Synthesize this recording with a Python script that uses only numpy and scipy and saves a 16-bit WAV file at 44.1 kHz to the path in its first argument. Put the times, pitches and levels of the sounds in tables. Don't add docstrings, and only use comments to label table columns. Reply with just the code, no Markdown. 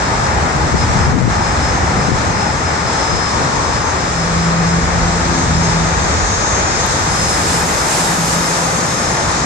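import sys
import numpy as np
from scipy import signal
from scipy.fft import rfft, irfft, next_fast_len
from scipy.io import wavfile
from scipy.ndimage import uniform_filter1d, minimum_filter1d, map_coordinates

SR = 44100
rng = np.random.default_rng(int(sys.argv[2]) if len(sys.argv) > 2 else 0)


def transcribe(signal):
    frames = np.atleast_2d(signal).T
    limited = np.clip(frames, -1, 1)
    pcm = np.round(limited * 32767).astype(np.int16)
    wavfile.write(sys.argv[1], SR, pcm)


N = 416744

# frequency_hz, relative_db, pan_db
ROAR_COLOUR = [(99, -61.5, -5), (303, -51, 2.5), (456, -49, 1), (617, -49, 2), (880, -45.5, 2.5),
               (1090, -48.5, 2.5), (1230, -46, 7), (1370, -49, 3.5), (1767, -50.5, 6), (2436, -58, 4),
               (2590, -61, 0.5), (3110, -67, -4.5), (4370, -83, 7)]
BOOM_COLOUR = [(20, -62, -3), (30, -58, -2.0), (42, -44.5, -2.0), (59.4, -41, -3.5), (80, -38, 1.5),
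               (120, -47.5, -4.5), (199, -60, 4)]
GROWL_COLOUR = [(50, -56, 0.12), (85.5, -54, 0.52), (119.5, -42, 1.0), (195, -43.5, 1.1), (277, -50, 1.5),
                (388, -57, 1.5), (600, -67, 1.0)]
# time_s, level_db
ROAR_LEVELS = [(0, -17), (2, -17.5), (3, -17.5), (4.2, -17.5), (5.2, -18), (6.5, -17), (8, -17.5),
               (9.45, -17.5)]
# closest_s, half_s, boom_db, growl_db
LOUD_ENGINES = [(0.9, 1, -18.5, -22.5), (2.008, 0.57, -20.5, -23), (3.45, 0.16, -33, -21),
                (3.8, 1.5, -26, -46), (5.002, 0.13, -17.5, -38), (5.6, 0.43, -21.5, -24.5),
                (6.0, 1.73, -21, -41), (9.4, 0.36, -27, -27)]
# loudest_s, half_s, level_db, pitch_hz, pan_db
SINGING_TREADS = [(0.15, 0.22, -24, 885, 1), (0.55, 0.22, -25.5, 810, 5), (1.0, 0.15, -27, 865, 0),
                  (1.43, 0.11, -22.5, 877, 1), (1.87, 0.32, -26, 764, 3), (2.42, 0.28, -26.5, 839, 6),
                  (2.92, 0.15, -26.5, 872, 8), (3.582, 0.4, -23.5, 906, 10), (5.73, 0.13, -26, 888, 3),
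                  (7.951, 0.35, -26.5, 890, 6), (9.22, 0.14, -24, 860, 0)]
# closest_s, half_s, level_db, centre_hz, pan_db
NEAR_PASSES = [(.3, 0.7, -29.5, 846, 2), (3.6, 0.31, -25, 1113, 3), (4.312, .25, -31, 488, 4),
               (7.1, .15, -32, 1090, 8), (8.0, 0.61, -32, 860, 2), (8.902, .4, -30.5, 530, 3),
               (9.3, 0.47, -31.5, 1150, 6)]
# loudest_s, half_s, level_db, pitch_hz, overtones_vs_note_db
EXHAUST_SWELLS = [(4.15, 0.12, -27, 167, -26), (4.448, 0.28, -17, 168.1, -26),
                  (4.72, 0.18, -17.5, 168.7, -24), (5.1, 0.2, -20.5, 169.5, -17),
                  (5.337, 0.13, -24, 170.1, -3), (5.6, 0.16, -18.5, 165.9, -20),
                  (5.797, 0.15, -17.5, 166, -22), (7.218, 0.068, -27, 168.4, -15),
                  (7.6, 0.14, -24, 165.7, -13), (8.379, 0.56, -24.5, 168.5, -17)]
# pitch_multiple, relative_db
EXHAUST_OVERTONES = [(1.5, 0.5), (2, -1.5)]

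# time_s, level_db
HISS_LEVELS = [(0, -27), (2.6, -26.5), (3, -25), (4.5, -26.5), (6.7, -23.5), (8.3, -26.5), (9.45, -25)]
SHRIEK_LEVELS = [(0, -52), (5.9, -33.5), (6.5, -27), (7.5, -33), (8.3, -29.5), (9.45, -31.5)]
# frequency_hz, relative_db, pan_db
HISS_COLOUR = [(2430, -65, -31), (3160, -57, 12.5), (3620, -53.5, -2), (4400, -53, 9.5), (4800, -53, 1),
               (5600, -51, 4), (6820, -54, 1), (7570, -52, -33), (7850, -56, -3.5), (8400, -61, -8.5),
               (8950, -62, -17), (10280, -74, -36), (11000, -100, -6)]
SHRIEK_COLOUR = [(4000, -20, 3), (5570, -11, -2), (6070, 1.5, -2), (7220, 3.5, -8), (8200, -46, -15)]
SIZZLE_COLOUR = [(1500, -83, 3), (2450, -60, -5), (3500, -60.5, 1), (5030, -56.5, 5), (6740, -57.5, 1),
                 (7400, -51.5, -19), (8400, -56.5, -9), (9200, -61, -2), (10500, -63, -22),
                 (11400, -69, -21), (14000, -100, -7.0)]
TREBLE_COLOUR = [(8000, -18, -6), (11500, 1, -6), (13000, -5, -10), (14400, -15, -4), (15500, -40, -4)]
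# loudest_s, half_s, level_db
TREBLE_SWELL = [(8.05, 0.8, -37)]
# time_s, pitch_hz
BLADE_PITCH = [(0, 5125), (1.6, 5136), (3.15, 5124), (4.45, 5141), (5.65, 5144), (7.3, 5156), (9.45, 5167)]
WHINES = [(1, "lower"), (1.239, "upper"), (1.3175, "top"), (1.046, "faint"), (1.269, "faint"),
          (.7215, "faint"), (.482, "faint")]
# vs_hiss_db, vs_shriek_db, pan_db, scatter_amount
WHINE_STRENGTHS = [(-13, -23, 13.5, 0.17), (-17.5, -3, 21, 0.38), (-19.5, -7.5, 0, 0.69),
                   (-29, -31, -9, .3), (-28, -21, 11, .6), (-25, -11.5, 7, 0.7), (-27, -11.5, 4, .6)]
# middle_s, half_s, level_db, whine_name
WHINE_FLARES = [(0.05, 0.05, -34.5, "lower"), (0.26, 0.08, -39, "lower"), (0.808, 0.043, -28, "lower"),
                (1.03, 0.05, -32, "lower"), (1.483, 0.065, -33, "lower"), (1.662, 0.06, -29, "lower"),
                (1.75, 0.078, -35, "upper"), (1.96, 0.11, -39, "lower"), (2.03, 0.1, -39, "upper"),
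                (2.33, 0.08, -40, "upper"), (2.463, 0.1, -32, "lower"), (2.6, 0.07, -37, "upper"),
                (2.687, 0.11, -34.5, "lower"), (2.895, 0.036, -30.5, "lower"), (3.17, 0.2, -28.5, "lower"),
                (3.56, 0.04, -31, "upper"), (3.65, 0.08, -37, "lower"), (3.777, 0.06, -30.5, "lower"),
                (3.88, 0.056, -30.5, "upper"), (4.03, 0.06, -37, "lower"), (4.21, 0.049, -31, "lower"),
                (4.45, 0.06, -31.5, "lower"), (4.69, 0.06, -33, "lower"), (5.2, 0.073, -36, "lower"),
                (5.377, 0.08, -31, "upper"), (5.63, 0.057, -34, "upper"), (5.655, 0.14, -29.5, "lower"),
                (6.062, 0.06, -34, "upper"), (6.4, 0.11, -33, "lower"), (6.45, 0.15, -27, "upper"),
                (6.74, 0.09, -32, "lower"), (6.9, 0.18, -29, "upper"), (6.98, 0.15, -36, "lower"),
                (7.22, 0.11, -27.5, "lower"), (7.33, 0.05, -24.5, "lower"), (7.35, 0.2, -36, "upper"),
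                (7.506, 0.14, -31, "lower"), (7.8, 0.04, -28, "lower"), (8.42, 0.25, -36, "lower"),
                (8.427, 0.06, -33, "lower"), (8.65, 0.2, -30.5, "upper"), (9.022, 0.18, -29.5, "lower")]
# time_s, delay_ms
JET_LEFT_DELAY = [(0, .05), (1.8, .012), (4.3, .047), (6.5, .12), (7.6, .008), (8.7, -.045)]

# strongest_s, half_s, level_db
WIND_GUSTS = [(0.666, 0.016, -22), (0.751, 0.022, -11.5), (0.825, 0.025, -17), (0.905, 0.022, -18),
              (0.965, 0.011, -13), (1.012, 0.012, -17), (1.075, 0.014, -11.5), (1.152, 0.042, -7),
              (1.25, 0.047, -8), (2.092, 0.012, -15), (2.127, 0.03, -13), (2.858, 0.014, -20),
              (3.152, 0.04, -19), (3.412, 0.013, -23)]
# frequency_hz, relative_db, pan_db
WIND_COLOUR = [(11.9, 3, 33), (25, -25, 19), (60, -26, 24), (112, 1, 31), (250, -16, 23), (604, -32, 18),
               (1500, -57, 18)]
# time_s, peak_db, centre_hz
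WIND_THUMPS = [(0.743, 1, 290), (0.748, -1, 250), (1.077, -3, 110), (1.145, 3, 140), (1.217, 4, 450),
               (1.227, 5, 130), (1.256, 1, 180), (1.279, 5, 220), (2.119, 4.5, 260)]
# start_s, level_db, centre_hz, pan_db
CLOSE_TICKS = [(2.1035, -27, 4400, -2), (6.8612, -33, 14000, 20), (6.8647, -23, 11000, 16)]


def highway(steady_boom_db=-31.5, steady_growl_db=-25.5):
    boom_gain = swells([(s, half, db) for s, half, db, _ in LOUD_ENGINES], from_db(steady_boom_db))
    growl_gain = swells([(s, half, db) for s, half, _, db in LOUD_ENGINES], from_db(steady_growl_db))
    roar_db, = curves(ROAR_LEVELS)
    boom = air_noise(BOOM_COLOUR, direct=0.51, lag_ms=1.5, alike_hz=220) * waver(db=0.5, rate_hz=6.9)
    growl = air_noise(GROWL_COLOUR, direct=0.56, lag_ms=0.53, alike_hz=400) * waver(db=1, rate_hz=2.1)
    roar = air_noise(ROAR_COLOUR, direct=0.34, lag_ms=-0.45, alike_hz=765) * waver(db=0.51, rate_hz=3.6)
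    return boom_gain * boom + growl_gain * growl + from_db(roar_db) * roar


def tread_hum(flutter_hz=55, fall_hz_per_s=65, direct=0.59, lag_ms=-0.28):
    t, out = np.arange(N) / SR, 0
    low_pass = signal.butter(2, flutter_hz, fs=SR, output="sos")
    noises = rng.standard_normal((3, 2, N))
    shared, left, right = (unit_power(signal.sosfilt(low_pass, re + 1j * im)) for re, im in noises)
    flutter = np.sqrt(direct) * shared + np.sqrt(1 - direct) * np.array([left, right])
    for s, half, db, hz, pan_db in SINGING_TREADS:
        cycles = hz * (t - s) - fall_hz_per_s * (t - s) ** 2 / 2 - hz * right_delay_s(lag_ms)
        hum = np.real(flutter * np.exp(2j * np.pi * cycles))
        out = out + swells([(s, half, db)]) * pan(pan_db) * hum
    return np.sqrt(2) * out


def near_vehicles(half_octave_db=-19.5):
    t, out = np.arange(N) / SR, 0
    for s, half, db, hz, pan_db in NEAR_PASSES:
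        colour = [(hz * 2 ** (step / 2), abs(step) * half_octave_db, pan_db) for step in range(-2, 3)]
        distance = np.hypot(1, (t - s) / half)
        out = out + from_db(db) / distance * air_noise(colour, direct=0.44, lag_ms=-0.15, alike_hz=720)
    return out


def exhaust(lag_ms=0.38, roughness=0.11, wobble=0.0068):
    hz, = curves([(s, pitch_hz) for s, _, _, pitch_hz, _ in EXHAUST_SWELLS])
    note_gain = swells([(s, half, db) for s, half, db, _, _ in EXHAUST_SWELLS])
    rasp_gain = swells([(s, half, db + rasp_db) for s, half, db, _, rasp_db in EXHAUST_SWELLS])
    cycles = np.cumsum(hz * (1 + wobble * drift(19.6))) / SR - hz * right_delay_s(lag_ms)
    note = (1 + roughness * drift(21)) * np.sin(2 * np.pi * cycles)
    rasp = sum(from_db(db) * (1 + roughness * drift(56)) * np.sin(2 * np.pi * multiple * cycles)
               for multiple, db in EXHAUST_OVERTONES)
    return np.sqrt(2) * (note_gain * note + rasp_gain * rasp)


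def jet_rush(hiss_db, shriek_db, sizzle_db=-22.5):
    rise_and_fall, = curves([(6.7, 0), (7.47, 1), (9.82, 0)])
    sizzle_gain = from_db(sizzle_db) * np.sin(np.pi / 2 * rise_and_fall) ** 1.07
    hiss = air_noise(HISS_COLOUR, direct=0.15) * waver(db=0.68, rate_hz=4.9)
    shriek = air_noise(SHRIEK_COLOUR, direct=0.46, lag_ms=-0.021) * waver(db=0.5, rate_hz=9.3)
    sizzle = air_noise(SIZZLE_COLOUR, direct=0.16) * waver(db=1.73, rate_hz=3.6)
    treble = air_noise(TREBLE_COLOUR, direct=0.2) * waver(db=1, rate_hz=12)
    rush = from_db(hiss_db) * hiss + from_db(shriek_db) * shriek
    return rush + sizzle_gain * sizzle + swells(TREBLE_SWELL) * treble


def jet_whine(hiss_db, shriek_db, flutter_hz=13, wobble=0.000447):
    blade_hz, = curves(BLADE_PITCH)
    cycles = np.cumsum(blade_hz * (1 + wobble * drift(7.3))) / SR
    out = 0
    for (multiple, name), (vs_hiss_db, vs_shriek_db, pan_db, scatter) in zip(WHINES, WHINE_STRENGTHS):
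        steady_gain = np.hypot(from_db(hiss_db + vs_hiss_db), from_db(shriek_db + vs_shriek_db))
        gain = carried_by_air(name, steady_gain)
        paths = np.array([1 + scatter * (drift(flutter_hz) + 1j * drift(flutter_hz)) for _ in range(2)])
        tone = np.real(paths * np.exp(2j * np.pi * multiple * cycles))
        out = out + gain * pan(pan_db) * unit_power(tone)
    return out


def carried_by_air(whine_name, steady_gain):
    flares = [(s, half, db) for s, half, db, name in WHINE_FLARES if name == whine_name]
    return swells(flares, steady_gain * waver(db=1.5, rate_hz=5), squareness=6)


def turn_microphones(jets):
    delay_ms, = curves(JET_LEFT_DELAY)
    left = map_coordinates(jets[0], [np.arange(N) - delay_ms * SR / 1000], order=3, mode="nearest")
    return np.array([left, jets[1]])


def wind(eddy_s=0.039):
    t = np.arange(N) / SR
    force = sum(from_db(db) * np.exp(-((t - s) / half) ** 2) for s, half, db in WIND_GUSTS)
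    swirl = air_noise(WIND_COLOUR, direct=0, alike_hz=3.9)
    swirl /= np.sqrt(uniform_filter1d(np.mean(swirl ** 2, axis=0), int(eddy_s * SR)))
    out = force * swirl
    for s, db, hz in WIND_THUMPS:
        away = np.minimum((np.pi * hz * (t - s)) ** 2, 20)
        out[0] += from_db(db) * (1 - 2 * away) * np.exp(-away)
    return out


def ticks(decay_s=0.001):
    out, t = np.zeros((2, N)), np.arange(512) / SR
    for s, db, hz, pan_db in CLOSE_TICKS:
        edges_hz = [hz / np.sqrt(2), min(hz * np.sqrt(2), .45 * SR)]
        band = signal.butter(2, edges_hz, "band", fs=SR, output="sos")
        burst = signal.sosfilt(band, rng.standard_normal((2, len(t))) * np.exp(-t / decay_s))
        start = round(s * SR)
        out[:, start:start + len(t)] += from_db(db) * pan(pan_db) * burst / burst[:, :32].std()
    return out


def air_noise(colour, direct, lag_ms=0, alike_hz=600):
    size = next_fast_len(N)
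    hz = np.arange(size // 2 + 1) * SR / size + 1e-3
    points_hz, level_db, pan_db = np.transpose(colour)
    level_db, pan_db = (np.interp(np.log(hz), np.log(points_hz), c) for c in (level_db, pan_db))
    straight, middle, side = rfft(rng.standard_normal((3, size)))
    straight = straight * np.exp(-2j * np.pi * hz * right_delay_s(lag_ms))
    alike = 1 / (1 + (hz / alike_hz) ** 4)
    scattered = np.sqrt((1 + alike) / 2) * middle + np.sqrt((1 - alike) / 2) * side * [[1], [-1]]
    mixed = np.sqrt(direct) * straight + np.sqrt(1 - direct) * scattered
    edge_fade = 1 / (1 + (hz / points_hz[-1]) ** 8) / (1 + (points_hz[0] / 2 / hz) ** 4)
    spectrum = mixed * from_db(level_db) * pan(pan_db) * edge_fade
    return unit_power(irfft(spectrum, size)[:, :N])


def swells(rows, steady_gain=0, squareness=2):
    t, power = np.arange(N) / SR, np.zeros(N)
    for s, half, db in rows:
        near = slice(*np.searchsorted(t, [s - 4 * half, s + 4 * half]))
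        away = np.minimum(np.abs((t[near] - s) / half) ** squareness, 20)
        power[near] += from_db(db) ** 2 * np.exp(-2 * away)
    return np.sqrt(steady_gain ** 2 + power)


def waver(db, rate_hz):
    return from_db(db * drift(rate_hz))


def drift(rate_hz):
    step, warm_up = 40, 2000
    memory = np.exp(-2 * np.pi * rate_hz * step / SR)
    noise = rng.standard_normal(N // step + warm_up + 2)
    slow = signal.lfilter([1], [1, -2 * memory, memory ** 2], noise)[warm_up:]
    return np.interp(np.arange(N) / step, np.arange(len(slow)), unit_power(slow))


def curves(rows):
    times_s, *columns = np.transpose(rows)
    return [np.interp(np.arange(N) / SR, times_s, column) for column in columns]


def pan(db):
    gains = from_db(np.array([[.5], [-.5]]) * db)
    return gains / np.sqrt(np.mean(gains ** 2, axis=0))


def right_delay_s(lag_ms):
    return np.array([[0], [lag_ms / 1000]])


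def from_db(db):
    return 10 ** (np.asarray(db) / 20)


def unit_power(x):
    return x / np.sqrt(np.mean(np.abs(x) ** 2) + 1e-20)


def scene():
    hiss_db, = curves(HISS_LEVELS)
    shriek_db, = curves(SHRIEK_LEVELS)
    road = highway() + tread_hum() + near_vehicles() + exhaust()
    jets = turn_microphones(jet_rush(hiss_db, shriek_db) + jet_whine(hiss_db, shriek_db))
    return road + jets + wind() + ticks()


def record(dry, threshold_db=-10.0, slope=0.89, window_s=0.035, ceiling=0.95, low_hz=24, high_hz=16000):
    window = int(window_s * SR)
    louder_power = uniform_filter1d(np.max(uniform_filter1d(dry ** 2, window), axis=0), window)
    excess_db = np.maximum(10 * np.log10(louder_power + 1e-12) - threshold_db, 0)
    dipped = dry * from_db(-slope * excess_db)
    dipped = signal.sosfilt(signal.butter(2, low_hz, "high", fs=SR, output="sos"), dipped)
    safe_gain = ceiling / np.maximum(np.abs(dipped).max(axis=0), ceiling)
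    limited = dipped * uniform_filter1d(minimum_filter1d(safe_gain, size=257), size=257)
    return signal.sosfilt(signal.cheby2(12, 70, high_hz, fs=SR, output="sos"), limited)


dry = scene()
out = record(dry)
transcribe(out)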